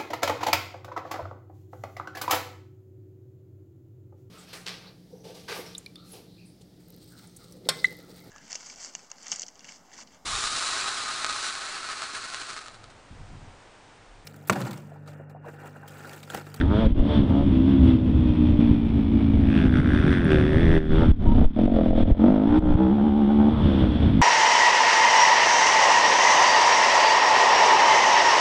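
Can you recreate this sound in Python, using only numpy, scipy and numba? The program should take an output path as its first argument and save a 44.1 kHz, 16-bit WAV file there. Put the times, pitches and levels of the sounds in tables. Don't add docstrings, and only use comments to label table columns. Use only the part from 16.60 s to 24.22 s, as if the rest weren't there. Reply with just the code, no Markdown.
import sys
import numpy as np
from scipy import signal
from scipy.fft import rfft, irfft
from scipy.io import wavfile
from scipy.ndimage import uniform_filter1d
from numba import njit

SR = 44100
rng = np.random.default_rng(int(sys.argv[2]) if len(sys.argv) > 2 else 0)


def wav_out(sig):
    wavfile.write(sys.argv[1], SR, np.round(np.clip(np.atleast_2d(sig).T, -1, 1) * 32767).astype(np.int16))


N = 335865
T = np.arange(N) / SR
CRUISE_HZ = 60


def engine(firing_hz, firing_at_s=5.0115):
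    throttle, idle_turn, boom_db, bark_db, rasp_db = rider()
    cycles = np.cumsum(firing_hz) / SR
    cycles -= np.interp(firing_at_s, T, cycles)
    idle_pulses = idle_turn * pulses(cycles + .5, scatter_db=.9, jitter_s=.00005)
    power_pulses = pulses(cycles, scatter_db=1.2, jitter_s=.0001)
    firing = (power_pulses + idle_pulses) / np.sqrt(1 + idle_turn ** 2)
    return (airbox(firing, firing_hz, throttle) * undb(boom_db)
            + exhaust(firing, firing_hz, cycles, throttle, idle_turn, bark_db, rasp_db)
            + silencer(firing, firing_hz, throttle)
            + clatter(cycles, throttle))


# time_s, firing_hz
REVS = [(0, 40.34), (.1, 49.73), (.16, 53.24), (.21, 56.35), (.26, 53.74), (.33, 67.67), (.4, 66.57),
        (.5, 74.5), (.55, 74.47), (.64, 67.3), (.71, 67.54), (.85, 72), (.91, 65.6), (.98, 62.9),
        (1.07, 67.9), (1.29, 64.1), (1.53, 62.34), (1.95, 58.58), (2.35, 55.85), (2.85, 54.18),
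        (3.1, 50.62), (3.31, 49.08), (3.58, 44.4), (3.69, 38.58), (3.81, 36.77), (3.96, 38.65),
        (4.03, 43.48), (4.075, 38.9), (4.12, 42.52), (4.16, 39.36), (4.33, 38.59), (4.42, 41.14),
        (4.62, 31.75), (4.93, 33.03), (5.06, 49.48), (5.23, 40.23), (5.32, 43.5), (5.39, 38.47),
        (5.47, 42.5), (5.6, 42.74), (5.73, 53.1), (5.81, 51.12), (5.9, 58.44), (5.97, 62.56), (6.14, 58.94),
        (6.2, 63.9), (6.27, 63.73), (6.33, 70.64), (6.57, 72.56), (6.67, 70.36), (6.73, 73.6), (6.78, 71.6),
        (6.87, 73.3), (6.92, 78.5), (6.98, 73), (7.04, 72.82), (7.11, 66.8), (7.17, 67.05), (7.27, 61.1),
        (7.38, 58.44), (7.42, 55.2), (7.62, 52.06)]

def revs(ramp_s=6.455, slip_half_s=.17, slip_hz=7.9):
    hz, = curves(REVS)
    slip = .045 * bell(ramp_s, slip_half_s) * np.cos(2 * np.pi * slip_hz * (T - ramp_s))
    bumps = .004 * (hz / CRUISE_HZ) ** 2 * walk(22)
    return hz * (1 + slip + bumps)


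# start_s, end_s, opening, idle_turn (-1 suck, 1 push),
# added_boom_db, added_bark_db, added_rasp_db, snarl_order, snarl_db, howl_db
TWISTS = [(-.02, 0.283, .83, 1, -1.5, -4, 12.5, 6.3, -31, -53),
          (0.086, 0.217, 0, 0.17, -1.5, 6, -0.5, 8, -30, -36),
          (0.209, .275, 0, 0.17, -5, -1, 5.5, 10.6, -39, -58),
          (.35, .48, 0.04, .05, -0.5, 4, 2, 8, -42, -57), (0.485, 0.55, .5, .27, -8, 9.5, 2, 8, -47, -54),
          (0.536, 0.661, 0.52, -.11, 5.5, -4, 11, 8, -38, -56),
          (0.689, 0.831, .5, .28, -2.5, 0.5, 11, 9, -43, -60),
          (0.906, 1.426, 0.12, .1, 3, -10, 2, 9, -56, -68),
          (3.617, 4.197, 0, -.22, -7.5, 5.5, 10, 14, -50, -58),
          (4.321, 4.473, 0.35, 0.9, -8, 1.5, 14.5, 14, -45, -56),
          (4.633, 4.863, 0.29, .015, 2.5, 4.5, 4.5, 14, -53, -58),
          (4.953, 5.529, 0.66, 0.054, 4, 4.5, -4.5, 13, -40, -56),
          (5.185, 5.257, 0.13, .1, -0.5, 1.5, -3, 13, -43, -47.5),
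          (5.524, 5.589, 0.5, 0.12, -5, 2, -1, 13, -34, -60.5),
          (5.581, 6.008, 0.74, -0.41, 7.5, 0, 12, 12, -38.5, -50.5),
          (5.611, 5.714, 0, 0.23, 2, 1, 0.5, 12, -31.5, -47),
          (5.881, 5.986, 0.06, 0, -1.5, -2, 1.5, 13, -37.5, -42),
          (6.012, 6.32, 0.99, -0.29, 0, 1, 6.5, 12.5, -38, -46.5),
          (6.305, 6.911, 1, -0.26, -3, -3.5, 5.5, 10.6, -37.5, -50.5),
          (6.92, 7.029, 0.29, -0.37, -4, 6.5, 11, 13, -43, -53),
          (7.031, 7.513, 0.4, -0.1, 0.5, 0.5, 7.5, 8, -42.5, -53)]
TWIST_RAMP_S = .045

def rider(shut_opening=.013, shut_idle_turn=.038, gulp_db=4, gulp_s=.22):
    throttle, idle_turn = np.full(N, shut_opening), shut_idle_turn
    boom_db = bark_db = rasp_db = 0
    for start_s, end_s, opening, push, added_boom_db, added_bark_db, added_rasp_db, *_ in TWISTS:
        grip = held(start_s, end_s, TWIST_RAMP_S)
        was_shut = 1 - np.interp(start_s, T, throttle)
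        gulp = was_shut ** 2 * np.exp(-np.abs(T - start_s) / gulp_s)
        throttle += grip * (opening - shut_opening)
        idle_turn += grip * (push - shut_idle_turn)
        boom_db += grip * (added_boom_db + gulp_db * gulp)
        bark_db += grip * added_bark_db
        rasp_db += grip * added_rasp_db
    return np.clip(throttle, 0, 1), idle_turn, boom_db, bark_db, rasp_db


def snarl_and_howl(gas, firing_hz, howl_order=24):
    voice = np.array([[TWISTS[0][7]], [0], [0]])
    for start_s, end_s, *_, order, snarl_db, howl_db in TWISTS:
        target = np.array([[order], [undb(snarl_db)], [undb(howl_db)]])
        voice = voice + held(start_s, end_s, TWIST_RAMP_S) * (target - voice)
    snarl_order, snarl_gain, howl_gain = voice
    snarl = sing(gas, snarl_order * firing_hz, width_hz=167)
    howl = sing(gas, np.clip(howl_order * firing_hz, 1165, 1436), width_hz=290)
    return snarl_gain * snarl + howl_gain * howl


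# frequency_hz, gain_db
AIRBOX_OPEN = [(40, -35), (100, -25), (160, -19.5), (195, 11), (218, 9.5), (265, -1), (315, 9), (365, -5),
               (440, -14), (520, -31.5), (600, -47), (1200, -71)]
AIRBOX_SHUT = [(40, -26), (75, -18.5), (120, -10), (180, -5.5), (225, 0), (260, -0.5), (310, -0.5),
               (350, -15), (420, -41), (600, -48.5), (1200, -64.5)]
# centre_s, half_length_s, change_db
SWELLS = [(.575, 0.031, 3), (.68, 0.023, -4.5), (.77, 0.04, 6), (.96, 0.047, -1), (1.29, .07, 1.5),
          (1.39, 0.017, -1.5), (1.52, 0.029, -1), (1.755, 0.025, -5), (1.82, 0.034, 5), (2.06, 0.068, 3),
          (2.2, 0.024, 3.5), (2.31, .04, -4.5), (2.55, .04, 4.5), (2.72, 0.018, 1), (3.05, .03, 5),
          (3.1, 0.019, -7)]

def airbox(firing, firing_hz, throttle, overrun_order=4.44, overrun_width_hz=141.):
    opened = undb(-3) * colour(firing * np.sqrt(throttle), AIRBOX_OPEN)
    shut = undb(-2.5) * colour(firing * np.sqrt(1 - throttle), AIRBOX_SHUT)
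    boom = (opened + shut) / np.sqrt(1 + 6.9 * np.sqrt(throttle * (1 - throttle)))
    overrun_hz = np.clip(overrun_order * firing_hz, 230, 330)
    overrun = resonance(resonance(boom, overrun_hz, overrun_width_hz), overrun_hz, overrun_width_hz)
    boom = (.5 + .52 * throttle) * boom + undb(-6.5) * (1 - throttle) * overrun
    swell_db = sum(db * bell(centre_s, half_s) for centre_s, half_s, db in SWELLS)
    return boom * undb(swell_db) * rev_gain(firing_hz, cruise_db=-17.5, per_octave_db=3)


# frequency_hz, gain_db
BARK = [(150, -40.5), (330, -24.5), (440, 11.5), (550, 11.5), (690, 12.5), (900, -8), (1080, -22.5),
        (1400, -24), (1750, -31.5), (2300, -39.5), (3400, -42), (5000, -66)]
RASP = [(250, -25), (410, 5.5), (540, -1), (700, 5.5), (900, 11.5), (1080, -4), (1300, 2.5), (1500, -8),
        (1800, -14), (2300, -27), (4000, -48.5)]

def exhaust(firing, firing_hz, cycles, throttle, idle_turn, bark_db, rasp_db):
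    blast = pipe(spread(firing, echoes_s=(.0009, .0017)), firing_hz)
    turbulence = 1 - idle_turn ** 2
    sputter = .5 * valve_train(cycles, range_db=9) + .55 * noise()
    chuff = .46 * throttle * turbulence * puffs(firing, decay_s=.009)
    outflow = ground_echo((.55 + .3 * throttle) * blast + chuff + .85 * (1 - throttle) ** 2 * sputter)
    uneven_burn = undb(2.9 * walk(32))
    bark = undb(-3.5) * colour(outflow * uneven_burn, BARK)
    gas = (blast + .6 * turbulence * noise()) * uneven_burn
    ticks = .45 * (1 - np.abs(idle_turn)) * valve_train(cycles, range_db=9)
    rasp = undb(rasp_db - 16) * colour(.75 * blast + ticks + .38 * turbulence * noise(), RASP)
    load_db = 18 * np.sqrt(throttle) + bark_db
    gain = undb(load_db) * rev_gain(firing_hz, cruise_db=-49.5, per_octave_db=-1.5)
    return gain * (bark + rasp) + snarl_and_howl(gas, firing_hz)


def pipe(x, firing_hz, cruise_trip_hz=96.77, heat_power=.39, reflection=-.27):
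    round_trip_s = 1 / (cruise_trip_hz * np.maximum(firing_hz / CRUISE_HZ, 1) ** heat_power)
    return unit(sum(reflection ** k * np.interp(T - k * round_trip_s, T, x) for k in range(4)))


def ground_echo(x, delay_s=.00681, share=.48):
    return x + share * np.interp(T - delay_s * (1 + .092 * walk(5)), T, x)


# frequency_hz, gain_db
SILENCER = [(300, -31.5), (520, -19), (590, 15), (660, -9.5), (800, -16), (900, -18.5), (985, -5.5),
            (1080, -22), (1280, -13), (1600, -34)]

def silencer(firing, firing_hz, throttle):
    gain = (1 - throttle) * rev_gain(firing_hz, cruise_db=-50.5, per_octave_db=18.5)
    return gain * colour(firing, SILENCER)


# frequency_hz, gain_db
CLATTER = [(400, -21), (800, 9), (1200, 5), (1700, 0), (2100, 1), (2700, -3), (3100, -0.5), (3800, -7.5),
           (4400, -13.5), (5800, -22), (7200, -47), (8000, -36), (8900, -21), (10500, -54)]

def clatter(cycles, throttle, shut_db=-48.5, open_change_db=-1):
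    hiss = noise() * (1 + .24 * np.cos(2 * np.pi * 2 * cycles)) * undb(2.4 * walk(45))
    ticks = valve_train(cycles, range_db=7)
    return undb(shut_db + open_change_db * throttle) * colour(.72 * ticks + .58 * hiss, CLATTER)


def valve_train(cycles, range_db, count=14):
    return unit(sum(undb(range_db * size) * pulses(cycles + phase, scatter_db=2, jitter_s=.00003)
                    for phase, size in rng.uniform(size=(count, 2))))


# time_s, level_db, ring_hz, panel_db, upper_ring_db
RATTLE = [(.015, -32, 1553, -27, -18), (.07, -75, 1570, -8, -14.5), (2.7, -66.5, 1704, -5, -3.5),
          (2.97, -39, 1640, 1.5, -4.5), (3.05, -38.5, 1534, 9, -8), (3.11, -42, 1556, -1, -27),
          (3.165, -35.5, 1460, 1, -18), (3.23, -41, 1435, 1, -18), (3.37, -34, 1624, 0, -29),
          (3.43, -36.5, 1433, 5, -32), (3.48, -34.5, 1612, 6.5, -26), (3.535, -32, 1626, 0, -28),
          (3.64, -37, 1614, 9.5, -23), (3.72, -32, 1600, 10, -7), (3.9, -39.5, 1695, 11, -10),
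          (3.99, -37.5, 1770, 11, -22), (4.15, -36, 1740, 15, -14), (4.42, -42, 1387, 16, -15),
          (4.6, -69.5, 1410, -3, -20)]
# time_s, knock_rate_hz
BOUNCE = [(2.8, 57.77), (2.87, 60.87), (2.96, 86.06), (3.02, 80.08), (3.11, 63.92), (3.17, 67.02),
          (3.31, 66.1), (3.38, 82.72), (3.44, 78.96), (3.48, 73.75), (3.53, 86.6)]
# frequency_hz, gain_db
KNOCK = [(500, -3), (1000, -4), (1300, 1.5), (1620, -0.5), (2000, -5), (2400, -4.5), (2900, -15.5),
         (3500, -10.5), (4200, -23.5), (6000, -24.5), (7300, -56), (8900, -22), (10500, -83.5)]

def rattle(firing_hz, lock_hz=45.74, knock_at_s=3.718, upper_ring_hz=2450.):
    level_db, ring_hz, panel_db, upper_db = curves(RATTLE)
    free_hz = curves(BOUNCE)[0] * (1 + .03 * walk(30))
    cycles = np.cumsum(np.where(firing_hz < lock_hz, 2 * firing_hz, free_hz)) / SR
    knocks = pulses(cycles - np.interp(knock_at_s, T, cycles), scatter_db=.8, jitter_s=.00004)
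    scrape = puffs(knocks, decay_s=.0038)
    fizz = noise() * undb(3 * walk(600))
    crack = colour(.15 * spread(knocks, echoes_s=(.0004, .0009)) + .75 * scrape + .6 * fizz, KNOCK)
    strike = .9 * knocks + .3 * scrape
    ring = undb(-1.5) * sing(strike, ring_hz, width_hz=480)
    upper_ring = undb(upper_db) * sing(strike, np.full(N, upper_ring_hz), width_hz=510)
    panel = [(60, -16.5), (155, 6.5), (230, -15), (310, 2), (380, 7), (450, -10.5), (700, -14),
             (1500, -54)]
    thud = undb(panel_db) * colour(knocks, panel)
    return undb(level_db) * (undb(-6) * crack + ring + upper_ring + thud)


# centre_s, half_length_s, level_db
WHIRS = [(0.193, 0.089, -43.5), (0.544, 0.068, -39.5), (1.107, 0.99, -53), (4.352, 0.099, -44),
         (5.414, 0.07, -47), (7.075, 0.15, -47), (7.396, 0.2, -45.5)]
# frequency_hz, gain_db
CHAIN = [(400, -24), (800, 6), (1200, 4.5), (1800, 0), (2700, -3), (3250, 3), (3800, -6), (4400, -12),
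         (5800, -24.5), (7200, -52), (8900, -26), (10500, -55)]

def chain():
    gain = sum(undb(db) * bell(centre_s, half_s) for centre_s, half_s, db in WHIRS)
    links = noise() * undb(.49 * walk(300))
    return gain * colour(links, CHAIN)


# frequency_hz, gain_db
FRAME = [(50, -12.5), (110, 4), (170, -5.5), (260, -6.5), (500, -27.5), (1500, -44)]

def landing(start_s=.552, level_db=-19.5, decay_s=.07):
    age_s = np.maximum(T - start_s, 0)
    return undb(level_db) * colour(noise() * (age_s > 0) * np.exp(-age_s / decay_s), FRAME)


def brake(start_s=4.655, end_s=4.745, ramp_s=.012, pitch_hz=939, level_db=-35.5):
    gate = np.clip(np.minimum(T - start_s, end_s - T) / ramp_s, 0, 1)
    hz = pitch_hz * (1 + .01 * walk(150))
    return undb(level_db) * gate * np.sin(2 * np.pi * np.cumsum(hz) / SR)


def gears(firing_hz, meshes_per_firing=42, level_db=-59):
    throttle = rider()[0]
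    whine = sing(noise(), meshes_per_firing * firing_hz, width_hz=280)
    return undb(level_db) * (1 - throttle) ** 2 * whine


# time_s, rumble_db, gust_db
WIND = [(0, -17, -29), (.14, -23.5, -44), (.33, -18, -26), (.8, -23, -32.5), (1.3, -19.5, -41.5),
        (2.3, -23.5, -34), (3.55, -19, -40.5), (4.2, -22.5, -24.5), (4.7, -20, -23), (5.1, -27.5, -24.5),
        (5.5, -21, -29), (5.8, -38, -42), (6.08, -22.5, -21), (6.3, -32, -40), (6.8, -32.5, -40),
        (6.98, -21, -36.5), (7.62, -18.5, -38)]
# frequency_hz, gain_db
RUMBLE = [(25, -20.5), (50, -8), (77, 2), (100, -4.5), (135, -8.5), (190, -8), (280, -10), (380, -21),
          (600, -32.5), (1200, -44.5)]
GUSTS = [(8, -1.5), (18, 3.5), (30, -6.5), (45, -1.5), (70, -17), (150, -40.5)]

def wind(flutter_db=1.5, gust_swing_db=3.5):
    rumble_db, gust_db = curves(WIND)
    rumble = colour(noise(), RUMBLE) * undb(rumble_db - 2 + flutter_db * walk(25))
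    gusts = colour(noise(), GUSTS) * undb(gust_db + gust_swing_db * walk(9.2))
    return rumble + gusts


# centre_s, peak_db, half_length_s, dip_depth_db, dip_hold_s
THUMPS = [(0.27, -12, 0.0045, 8.5, 0.063), (0.327, -14, 0.0038, 11.5, 0.0063),
          (0.403, -11.5, 0.0062, 3, 0.14), (1.371, -20, 0.0022, 2.5, 0.087), (1.704, -11, 0.0021, 2, 0.028),
          (1.992, -7.5, .0015, -4, .02), (2.114, -6, 0.0013, 0.5, 0.095), (3.074, -13.5, 0.0045, 3.5, 0.03),
          (3.204, -14.5, 0.0021, 3, 0.027), (4.185, -18, 0.012, 10.5, 0.099),
          (4.517, -15.5, 0.0096, 14.5, 0.064), (4.861, -11.5, 0.013, 14, 0.084),
          (5.061, -18, 0.0076, 6.5, 0.042), (5.307, -15, 0.011, 7, 0.037), (5.434, -13.5, 0.01, 10, 0.012),
          (5.52, -7, 0.0056, 11.5, 0.047), (5.988, -11, 0.0025, 12.5, 0.02),
          (6.155, -11, 0.0022, 7.5, 0.0069)]

def thumps(rebound_stretch=1.4, attack_s=.0061, release_s=.028):
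    slaps, dip_db = np.zeros(N), np.zeros(N)
    for centre_s, peak_db, half_s, depth_db, hold_s in THUMPS:
        age_s = T - centre_s
        late = np.maximum(age_s, 0) / (rebound_stretch * half_s)
        rebound = .87 * late * np.exp(-late ** 2 / 2)
        slaps += undb(peak_db) * (rebound - bell(centre_s, half_s))
        release = np.exp(-np.maximum(age_s - hold_s, 0) / release_s)
        dip_db += depth_db * np.clip(age_s / attack_s, 0, 1) * release
    return slaps, undb(-dip_db)


# start_s, peak_db, ring_hz
GRIT = [(3.647, -45, 9520), (3.719, -49, 8020), (5.991, -53.5, 7700)]

def grit(decay_s=.00204):
    ticks = np.zeros(N)
    for start_s, peak_db, ring_hz in GRIT:
        envelope = (T >= start_s) * np.exp(-np.abs(T - start_s) / decay_s)
        ticks += undb(peak_db) * envelope * np.sin(2 * np.pi * ring_hz * T + walk(2200))
    return ticks


def undb(db):
    return 10 ** (np.asarray(db) / 20)


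def unit(x):
    return x / np.sqrt(np.mean(x ** 2))


def rev_gain(firing_hz, cruise_db, per_octave_db):
    return undb(cruise_db + per_octave_db * np.log2(firing_hz / CRUISE_HZ))


def curves(table):
    time_s, *columns = np.transpose(table)
    return [np.interp(T, time_s, column) for column in columns]


def bell(centre_s, half_s):
    return np.exp(-((T - centre_s) / half_s) ** 2)


def held(start_s, end_s, ramp_s):
    return np.clip((T - start_s) / ramp_s + .5, 0, 1) - np.clip((T - end_s) / ramp_s + .5, 0, 1)


def noise():
    return rng.standard_normal(N)


def walk(rate_hz):
    step = max(int(SR / rate_hz), 1)
    return unit(uniform_filter1d(noise()[np.arange(N) // step], step))


def pulses(cycles, scatter_db, jitter_s):
    at = np.flatnonzero(np.diff(np.floor(cycles)) > 0)
    size_error, time_error = rng.standard_normal((N // 100, 2))[:len(at)].T
    jittered = np.clip(at + (jitter_s * SR * time_error).astype(int), 0, N - 1)
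    clicks = np.zeros(N)
    clicks[jittered] = undb(scatter_db * size_error) * np.sqrt(np.gradient(at))
    return unit(clicks)


def puffs(clicks, decay_s):
    return unit(signal.lfilter([1], [1, -np.exp(-1 / (decay_s * SR))], clicks) * noise())


def spread(x, echoes_s):
    for delay_s in echoes_s:
        feedback = np.zeros(int(delay_s * SR) + 1)
        feedback[0], feedback[-1] = 1, .5
        x = signal.lfilter(feedback[::-1], feedback, x)
    return x


def colour(x, response, size=16384):
    hz, db = np.transpose(response)
    bin_hz = np.maximum(np.arange(size // 2 + 1) * SR / size, 1)
    rolloff = np.maximum(bin_hz / hz[-1], 1) ** 2 * np.maximum(hz[0] / bin_hz, 1)
    magnitude = undb(np.interp(np.log(bin_hz), np.log(hz), db)) / rolloff
    cepstrum = irfft(np.log(magnitude))
    cepstrum[1:size // 2] *= 2
    cepstrum[size // 2 + 1:] = 0
    ring = irfft(np.exp(rfft(cepstrum)))
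    return signal.fftconvolve(x, ring / np.linalg.norm(ring))[:N]


@njit
def resonance(x, hz, width_hz):
    y, band, low = np.empty(len(x)), 0., 0.
    for i in range(len(x)):
        g, damping = np.tan(np.pi * hz[i] / SR), width_hz / hz[i]
        v = (band + g * (x[i] + 1e-18 - low)) / (1 + g * (g + damping))
        band, low = 2 * v - band, low + 2 * g * v
        y[i] = damping * v
    return y


def sing(x, hz, width_hz):
    return unit(resonance(resonance(x, hz, float(width_hz)), hz, float(width_hz)))


def scene(throb_db=1.43):
    slaps, dip = thumps()
    firing_hz = revs()
    bike = engine(firing_hz) + rattle(firing_hz) + chain() + gears(firing_hz) + landing()
    bike = bike * undb(throb_db * walk(12)) + brake()
    return ((bike + wind()) * dip + slaps + grit())[None]


def record(dry, housing_hz=3460, width_hz=243, ring_db=4.5, cutoff_hz=10800):
    ring = signal.lfilter(*signal.iirpeak(housing_hz, housing_hz / width_hz, fs=SR), dry)
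    rounded = np.tanh(.71 * (dry + undb(ring_db) * ring)) / .49
    return signal.sosfilt(signal.ellip(8, .2, 70, cutoff_hz, fs=SR, output="sos"), rounded)


dry = scene()
out = record(dry)
wav_out(out)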